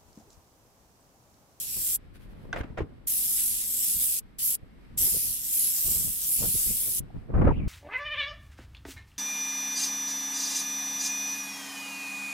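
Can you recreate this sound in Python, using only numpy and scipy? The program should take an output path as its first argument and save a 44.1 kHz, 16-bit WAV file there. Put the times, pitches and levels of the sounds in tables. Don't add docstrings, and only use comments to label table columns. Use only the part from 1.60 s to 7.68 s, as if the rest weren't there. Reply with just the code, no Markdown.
import sys
import numpy as np
from scipy import signal
from scipy.fft import rfft, irfft
from scipy.io import wavfile
from scipy.ndimage import uniform_filter1d

SR = 44100
rng = np.random.default_rng(int(sys.argv[2]) if len(sys.argv) > 2 else 0)


def wrap_up_sound(samples):
    columns = np.atleast_2d(samples).T
    tamed = np.clip(columns, -1, 1)
    steps = np.round(tamed * 32767).astype(np.int16)
    wavfile.write(sys.argv[1], SR, steps)


N = 268128
T = np.arange(N) / SR
WINDOW, HOP = 512, 128
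BINS = np.fft.rfftfreq(WINDOW, 1 / SR)
FRAMES = np.arange(N // HOP + 5) * HOP / SR


def amp(db):
    return 10 ** (np.asarray(db) / 20)


def unit(x):
    return x / np.sqrt(np.mean(x ** 2) + 1e-20)


def read(points, hz):
    f, value = np.transpose(points)
    return np.interp(np.log(hz + 1), np.log(f), value)


def follow(rows, t):
    s, *columns = np.transpose(rows)
    return [np.interp(t, s, c) for c in columns]


def noise(spectrum, alike=0.0):
    z = rng.standard_normal((3, N))
    share = np.clip(alike, 0, 1)
    pair = np.sqrt(1 - share) * z[:2] + np.sqrt(share) * z[2]
    gain = amp(read(spectrum, np.fft.rfftfreq(N, 1 / SR)))
    return unit(irfft(rfft(pair) * gain, N))


def wander(rate_hz):
    hz = np.fft.rfftfreq(N, 1 / SR)
    lowpass = 1 / (1 + (hz / rate_hz) ** 4)
    return unit(irfft(rfft(rng.standard_normal((2, N))) * lowpass, N))


def hump(hz, width_hz):
    return np.exp(-((BINS - hz) / width_hz) ** 2 / 2)


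def port_turns(count, spread_turns=0.45):
    z = rng.random((count, 3, 1))
    return z[:, :1] + spread_turns * z[:, 1:]


def ring(modes, hz=None):
    contact_s = 0.0018
    t = T[:SR // 4]
    turns = port_turns(count=len(modes))
    stretch = hz / modes[0][0] if hz else 1
    waves = 0
    for (f, db, t60_s), p in zip(modes, turns):
        decay = amp(db - 60 * t / t60_s)
        waves = waves + decay * np.sin(2 * np.pi * (stretch * f * t + p))
    waves = waves * (1 - np.exp(-(t / contact_s) ** 2))
    return waves / abs(waves).max(axis=1, keepdims=True)


def add(mix, s, sound):
    part = mix[:, round(s * SR):][:, :sound.shape[1]]
    part += sound[:, :part.shape[1]]


def valve(close_db_per_s=2100):
    open_s = 0.0022
    # valve opens in seconds, starts to close in seconds.
    trigger = [(-0.05, 0.36), (1.472, 2.593), (2.787, 2.953), (3.376, 5.394)]
    gain = 0
    for on, off in trigger:
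        opening = (1 + np.tanh((T - on) / open_s)) / 2
        gain = gain + opening * amp(-close_db_per_s * np.maximum(T - off, 0))
    return gain


def patches():
    drift_db, ripple_db = 1.6, 0.6
    z = rng.standard_normal((len(FRAMES), len(BINS)))
    for _ in range(2):
        z = uniform_filter1d(z, size=19, axis=0)
        z = uniform_filter1d(z, size=5, axis=1)
    return drift_db * unit(z) + ripple_db * rng.standard_normal(len(BINS))


def spray(peak_width_hz=850):
    # time in seconds, tip hiss in dB, fan rush in dB.
    sweeps = [
        [(0.0, -34, -47), (0.058, -38, -46.5), (0.262, -29.5, -44.5), (0.304, -29, -41.5), (0.355, -27.5, -45)],
        [(1.485, -29, -43), (1.687, -30, -44), (1.741, -29, -44), (1.785, -28.5, -39.5), (1.861, -28, -43.5),
         (2.049, -34, -43.5), (2.073, -32, -46), (2.267, -28, -41), (2.383, -30, -45), (2.417, -27, -41.5),
         (2.493, -28, -45), (2.588, -33, -42.5)],
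        [(2.8, -34.5, -43.5), (2.854, -27.5, -42.5), (2.948, -29.5, -44)],
        [(3.39, -28, -41), (3.434, -24.5, -39.5), (3.488, -27, -41), (3.61, -29, -43.5), (3.816, -36.5, -47.5),
         (3.854, -34, -44.5), (3.922, -31.5, -46.5), (3.932, -27, -43), (4.066, -27.5, -40.5),
         (4.126, -30, -43.5), (4.176, -29.5, -41), (4.292, -28, -43), (4.326, -27, -40.5), (4.57, -34.5, -47.5),
         (4.652, -32.5, -44), (4.73, -26.5, -45.5), (4.814, -29.5, -42), (4.874, -28, -44), (4.952, -30, -42),
         (4.974, -27.5, -40.5), (5.224, -31, -45), (5.38, -31.5, -45)],
    ]
    # time in seconds, peak height in dB, its pitch in Hz.
    beam = [(0.0, 1, 11700), (0.12, 5, 11400), (0.29, -1, 11350), (0.35, 3.5, 11400), (1.5, 4, 11500),
            (1.62, -0.5, 10600), (1.75, 4, 11000), (1.9, 4.5, 11700), (1.97, 1, 10800), (2.07, 5, 11800),
            (2.2, 3, 11900), (2.29, 3.5, 10700), (2.38, 4, 12100), (2.46, 2.5, 10900), (2.585, 2, 11500),
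            (2.8, 4.5, 11100), (2.92, 4.5, 10900), (3.39, -2, 12100), (3.46, 8, 11800), (3.53, 0, 10870),
            (3.6, 4.5, 10400), (3.68, 2, 11800), (3.8, 3, 11400), (3.89, 0, 12400), (3.945, 2, 12000),
            (4.0, 7, 11000), (4.08, 9, 11000), (4.14, -1, 11500), (4.21, 4, 13000), (4.33, 3, 12900),
            (4.46, 1.5, 11600), (4.53, 0.5, 10200), (4.63, 1, 10100), (4.69, 5, 10400), (4.745, 8, 10000),
            (4.82, -1, 10300), (5.0, 3.5, 11000), (5.12, 2, 10800), (5.22, 4, 10100), (5.385, 3, 10700)]
    # time in seconds, lower shoulder in dB, top treble in dB.
    colour_curve = [(0.1, 2, -1), (0.33, 1.5, -0.5), (1.52, 0, 3), (1.65, -3, -1.5), (1.8, 2.5, -1),
                    (1.95, 2.5, -4), (2.1, 3, -5), (2.2, 6, -1), (2.3, 1, -0.5), (2.55, 1.5, 1),
                    (2.9, 0.5, 1.5), (3.4, 0.5, -5), (3.58, -5, -2), (3.72, -4, -4), (3.83, 1, -0.5),
                    (4.02, -1, -3), (4.22, 0.5, 1.5), (4.34, 4, 0.5), (4.43, 1, -2), (4.58, -0.5, 0.5),
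                    (4.74, 0, 2.5), (4.88, -2.5, -2.5), (5.03, 1, 0.5), (5.25, 1, 5), (5.38, 0.5, 0)]
    # frequency in Hz, relative density in dB.
    tip_spectrum = [(4500, -38), (6300, -21.5), (7200, -9), (8400, -5), (9200, -6.5), (10400, -3.5),
                    (11400, -2.5), (12600, -2.5), (14000, -6), (15700, -10)]
    fan_spectrum = [(300, -19), (1200, -22.5), (1700, -15.5), (2300, -8.5), (3200, -4.5), (4300, -3.5),
                    (5200, 1), (6000, 0.5), (6800, 1.5), (7700, -4), (11000, -16.5)]
    shoulder_hz, top_hz = 7910, 14850
    flutter_db, flutter_hz, sputter_db, sputter_hz = 0.3, 70, 0.95, 280

    hiss_db, rush_db = (c[:, None] for c in follow(np.vstack(sweeps), FRAMES))
    peak_db, bright_hz = (c[:, None] for c in follow(beam, FRAMES))
    shoulder_db, top_db = (c[:, None] for c in follow(colour_curve, FRAMES))
    beam_db = peak_db * hump(bright_hz, peak_width_hz)
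    beam_db = beam_db + shoulder_db * hump(shoulder_hz, width_hz=600) + top_db * hump(top_hz, width_hz=1400)
    tip = amp(read(tip_spectrum, BINS) + beam_db)
    tip = tip / np.sqrt(np.mean(tip ** 2, axis=1, keepdims=True)) * amp(hiss_db)
    fan = unit(amp(read(fan_spectrum, BINS))) * amp(rush_db)
    colour = np.hypot(tip, fan) * amp(patches())

    white = np.sqrt(2) * rng.standard_normal((2, N + 1024))
    z = signal.stft(white, nperseg=WINDOW, noverlap=WINDOW - HOP)[2][:, :, :len(FRAMES)]
    hiss = signal.istft(z * colour.T, nperseg=WINDOW, noverlap=WINDOW - HOP)[1][:, :N]
    flutter = flutter_db * wander(rate_hz=flutter_hz)[0]
    sputter = sputter_db * wander(rate_hz=sputter_hz)[0]
    return hiss * amp(flutter + sputter) * valve()


def air():
    # frequency in Hz, relative density in dB.
    outdoors = [(15, -15), (40, 1.5), (90, -11.5), (260, -11), (550, -27), (1000, -27.5), (2000, -29),
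                (3200, -35.5), (5000, -41.5), (6800, -51), (8300, -44.5), (9200, -51.5), (12500, -45),
                (15500, -78.5)]
    return amp(-53.5) * noise(outdoors, alike=0.02) * amp(1.0 * wander(rate_hz=4.2)[0])


def wind_strength():
    # time in seconds, level in dB.
    breeze = [(0.4, -56), (0.9, -43), (1.35, -49), (1.65, -57.5), (3.2, -57.5), (4.1, -64.5), (5.0, -51),
              (5.65, -47.5)]
    # start in seconds, hold in seconds, low buffeting in dB, fast eddies in dB.
    gusts = [(0.162, 0.028, -44, -55), (2.343, 0.03, -45, -76), (3.3, 0.079, -45.5, -64.5),
             (3.397, 0.056, -38.5, -48.5), (3.467, 0.013, -52, -46), (3.524, 0.043, -40, -49.5),
             (3.622, 0.086, -47.5, -60), (4.246, 0.073, -40, -49.5), (4.349, 0.14, -39.5, -54.5),
             (4.788, 0.1, -35.5, -50.5), (4.821, 0.025, -49, -39), (4.941, 0.0075, -34, -54),
             (5.063, 0.053, -34.5, -56), (5.255, 0.047, -46.5, -54), (5.4, 0.043, -39, -74.5),
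             (5.544, 0.024, -34.5, -50.5), (5.694, 0.033, -33, -43.5), (5.738, 0.013, -21.5, -30),
             (5.757, 0.066, -20.5, -39), (5.775, 0.014, -25.5, -29.5), (5.815, 0.011, -19.5, -22.5),
             (5.838, 0.035, -17.5, -28), (5.868, 0.011, -23.5, -21.5), (5.891, 0.016, -18.5, -28.5),
             (5.943, 0.15, -28, -49.5)]
    rise_s, buffet_fall_db_per_s, eddy_fall_db_per_s = 0.004, 336.5, 618
    breeze_eddy_db = -10
    breeze_db = follow(breeze, T)[0]
    buffet, eddies = amp(breeze_db), amp(breeze_db + breeze_eddy_db)
    for s, hold_s, buffet_db, eddy_db in gusts:
        rise = (1 + np.tanh((T - s) / rise_s)) / 2
        past_s = np.maximum(T - s - hold_s, 0)
        buffet = np.hypot(buffet, rise * amp(buffet_db - buffet_fall_db_per_s * past_s))
        eddies = np.hypot(eddies, rise * amp(eddy_db - eddy_fall_db_per_s * past_s))
    return 20 * np.log10([buffet, eddies])


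def wind(lumpy_db=1.5, burst_db=4.0, rasp_growth=1.13, rasp_db=-3.5):
    # frequency in Hz, relative density in dB.
    buffet_spectrum = [(15, -13.5), (32, 7), (58, 0.5), (110, -1.5), (195, -5.5), (280, -11.5), (500, -34),
                       (1000, -55), (3000, -74.5)]
    eddy_spectrum = [(60, -11.5), (200, -1), (440, 0.5), (620, -5), (900, -18.5), (1500, -26.5),
                     (3000, -58), (6000, -87)]
    rasp_spectrum = [(300, -14), (700, 5.5), (1200, 2.5), (1650, -5), (2400, -14), (3200, -29.5),
                     (4500, -41.5), (7000, -61)]
    churn_hz = 120
    buffet_db, eddy_db = wind_strength()
    lumps = wander(rate_hz=churn_hz)
    bursts = amp(burst_db * lumps)
    low = unit(noise(buffet_spectrum, alike=0.15) * amp(lumpy_db * lumps)) * amp(buffet_db)
    eddies = unit(noise(eddy_spectrum, alike=0.07) * bursts) * amp(eddy_db)
    rasp = unit(noise(rasp_spectrum, alike=0.11) * bursts) * amp(rasp_growth * eddy_db + rasp_db)
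    return low + eddies + rasp


def rustles():
    # middle in seconds, length in seconds, level in dB.
    moves = [(0.558, 0.035, -57), (0.63, 0.069, -61.5), (0.713, 0.053, -67), (0.824, 0.12, -69),
             (0.991, 0.04, -54.5)]
    # frequency in Hz, relative density in dB.
    rub_spectrum = [(500, -22), (1600, 3), (4000, -5), (7000, -15), (11000, -6.5), (15500, -15)]
    grain_db = 2.0
    swell = sum(amp(db) * np.exp(-(2 * (T - s) / length_s) ** 2) for s, length_s, db in moves)
    return swell * noise(rub_spectrum) * amp(grain_db * wander(rate_hz=200))


def steps(spread_db=-4, spread_t60_s=0.21):
    # start in seconds, hold in seconds, level in dB.
    scuffs = [(0.929, 0.017, -35.5), (0.957, 0.017, -36), (0.984, 0.018, -43.5), (1.003, 0.0071, -40.5),
              (1.032, 0.0079, -45.5), (1.05, 0.063, -59.5), (1.172, 0.02, -35), (1.202, 0.022, -48)]
    # time in seconds, sheet ring in dB, its pitch in Hz, low thud in dB.
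    footfalls = [(0.982, -30.5, 524, -37), (1.005, -31, 330, -24), (1.042, -34, 326, -40),
                 (1.103, -41, 285, -29.5), (1.174, -28.5, 660, -48.5), (1.18, -35, 784, -48),
                 (1.187, -28, 457, -27), (1.203, -20.5, 407, -28), (1.215, -34, 340, -22),
                 (1.231, -37, 326, -32), (1.246, -44, 299, -39), (3.028, -45.5, 270, -37)]
    # time in seconds, main pitch in Hz, level in dB.
    snaps = [(0.9277, 1547, -20.5), (0.961, 1960, -35.5), (0.972, 2140, -38), (0.983, 1130, -38),
             (1.009, 1610, -32.5), (1.036, 1290, -43), (1.175, 1380, -35), (1.182, 1640, -34.5),
             (1.206, 1290, -41), (1.218, 1405, -44), (2.99, 2280, -62), (3.247, 2300, -55.5)]
    # pitch in Hz, relative dB, t60 in seconds.
    sheet_modes = [(416, 14.5, 0.026), (319, 3.5, 0.077), (513, 4, 0.035), (650, -7, 0.037),
                   (910, -13, 0.055), (1080, -10.5, 0.066)]
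    flex_modes = [(60, 2, 0.072), (106.3, 0, 0.044), (137, -1.5, 0.03)]
    snap_modes = [(1548, 7, 0.026), (738, -19, 0.05), (1140, -10.5, 0.05), (2060, -9.5, 0.034),
                  (2700, -14.5, 0.04), (3060, -13, 0.03), (3485, -14, 0.036), (3850, -17, 0.03),
                  (5000, -12, 0.014), (6000, -7.5, 0.016), (6730, -16, 0.012), (8400, -17, 0.012)]
    # frequency in Hz, relative density in dB.
    scrape_spectrum = [(200, 4), (600, 9), (1100, 2.5), (1600, 2.5), (2300, -1), (3200, -10), (4500, -19.5),
                       (6000, -24), (9000, -32), (15000, -38)]
    scuff_rise_s, scuff_fall_db_per_s = 0.0027, 850
    grit_db, grit_hz = 2.5, 600

    out, pressure = np.zeros((2, N)), np.zeros(N)
    for s, hold_s, scrape_db in scuffs:
        age_s = np.maximum(T - s, 0)
        fall_db = scuff_fall_db_per_s * np.maximum(age_s - hold_s, 0)
        pressure += (1 - np.exp(-age_s / scuff_rise_s)) * amp(scrape_db - fall_db)
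    for s, ring_db, hz, thud_db in footfalls:
        add(out, s, amp(ring_db) * ring(sheet_modes, hz) + amp(thud_db) * ring(flex_modes))
    for s, hz, db in snaps:
        add(out, s, amp(db) * ring(snap_modes, hz))
    grit = amp(grit_db * wander(rate_hz=grit_hz))
    out = out + pressure * unit(noise(scrape_spectrum, alike=0.25) * grit)
    tail = noise([(100, -9), (450, -6.5), (1500, -6.5), (4000, -25.5)]) * amp(-60 * T / spread_t60_s)
    tail = tail[:, :SR // 2]
    tail = tail / abs(rfft(tail)).max()
    return out + amp(spread_db) * signal.oaconvolve(out, tail, axes=1)[:, :N]


def hum(fade_s=0.22, waver_hz=1.2):
    # start in seconds, end in seconds, pitch in Hz, level in dB before the fades.
    tones = [(1.4, 2.62, 230, -58.5), (2.546, 2.9, 2140, -75.5), (2.96, 3.3, 2165, -73),
             (3.596, 4.3, 226.7, -63)]
    waver = waver_hz * wander(rate_hz=6.3)[0]
    out = 0
    for on, off, hz, db in tones:
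        fade = np.clip(np.minimum(T - on, off - T) / fade_s, 0, 1)
        out = out + amp(db) * fade * np.sin(2 * np.pi * np.cumsum(hz + waver) / SR)
    return out


def thumps(length_s=0.0028):
    # middle in seconds, pitch in Hz, peak level in dB.
    pops = [(3.548, 441, -36.5), (4.258, 297, -46), (4.299, 170.4, -40), (4.411, 199, -35.5),
            (4.45, 190.8, -37), (4.822, 555, -34), (4.844, 480, -36), (4.954, 378, -37.5),
            (5.11, 450, -38.5), (5.506, 739, -45.5), (5.565, 108.7, -29), (5.703, 450, -33.5),
            (5.783, 210, -23), (5.803, 200.3, -20.5), (5.822, 229.8, -16), (5.853, 189.6, -14),
            (5.876, 520, -17), (5.88, 648, -31), (5.912, 900, -23)]
    phases = 2 * np.pi * port_turns(count=len(pops))
    out = 0
    for (s, hz, db), phase in zip(pops, phases):
        swell = amp(db) * np.exp(-((T - s) / length_s) ** 2)
        out = out + swell * np.sin(2 * np.pi * hz * T + phase)
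    return out


def whistle():
    # time in seconds, pitch in Hz, level in dB.
    glide = [(5.8, 2200, -75), (5.9, 2300, -59), (5.93, 2550, -55), (5.95, 2350, -54), (5.968, 2850, -57),
             (5.987, 2780, -53), (6.012, 2300, -55), (6.04, 2330, -57), (6.08, 2050, -61)]
    core_hz, skirt_hz, skirt_db = 170, 650, -3
    hz, db = follow(glide, T)
    fuzz = wander(rate_hz=core_hz) + amp(skirt_db) * wander(rate_hz=skirt_hz)
    tone = unit(fuzz * np.sin(2 * np.pi * np.cumsum(hz) / SR))
    return tone * amp(db) * (T > glide[0][0])


def scene():
    return spray() + air() + wind() + rustles() + steps() + hum() + thumps() + whistle()


def record(dry):
    edge_hz = 15800
    lowpass = signal.firwin(801, edge_hz, window=("kaiser", 8), fs=SR)
    return signal.oaconvolve(dry, lowpass[None], "same")


dry = scene()
out = record(dry)
wrap_up_sound(out)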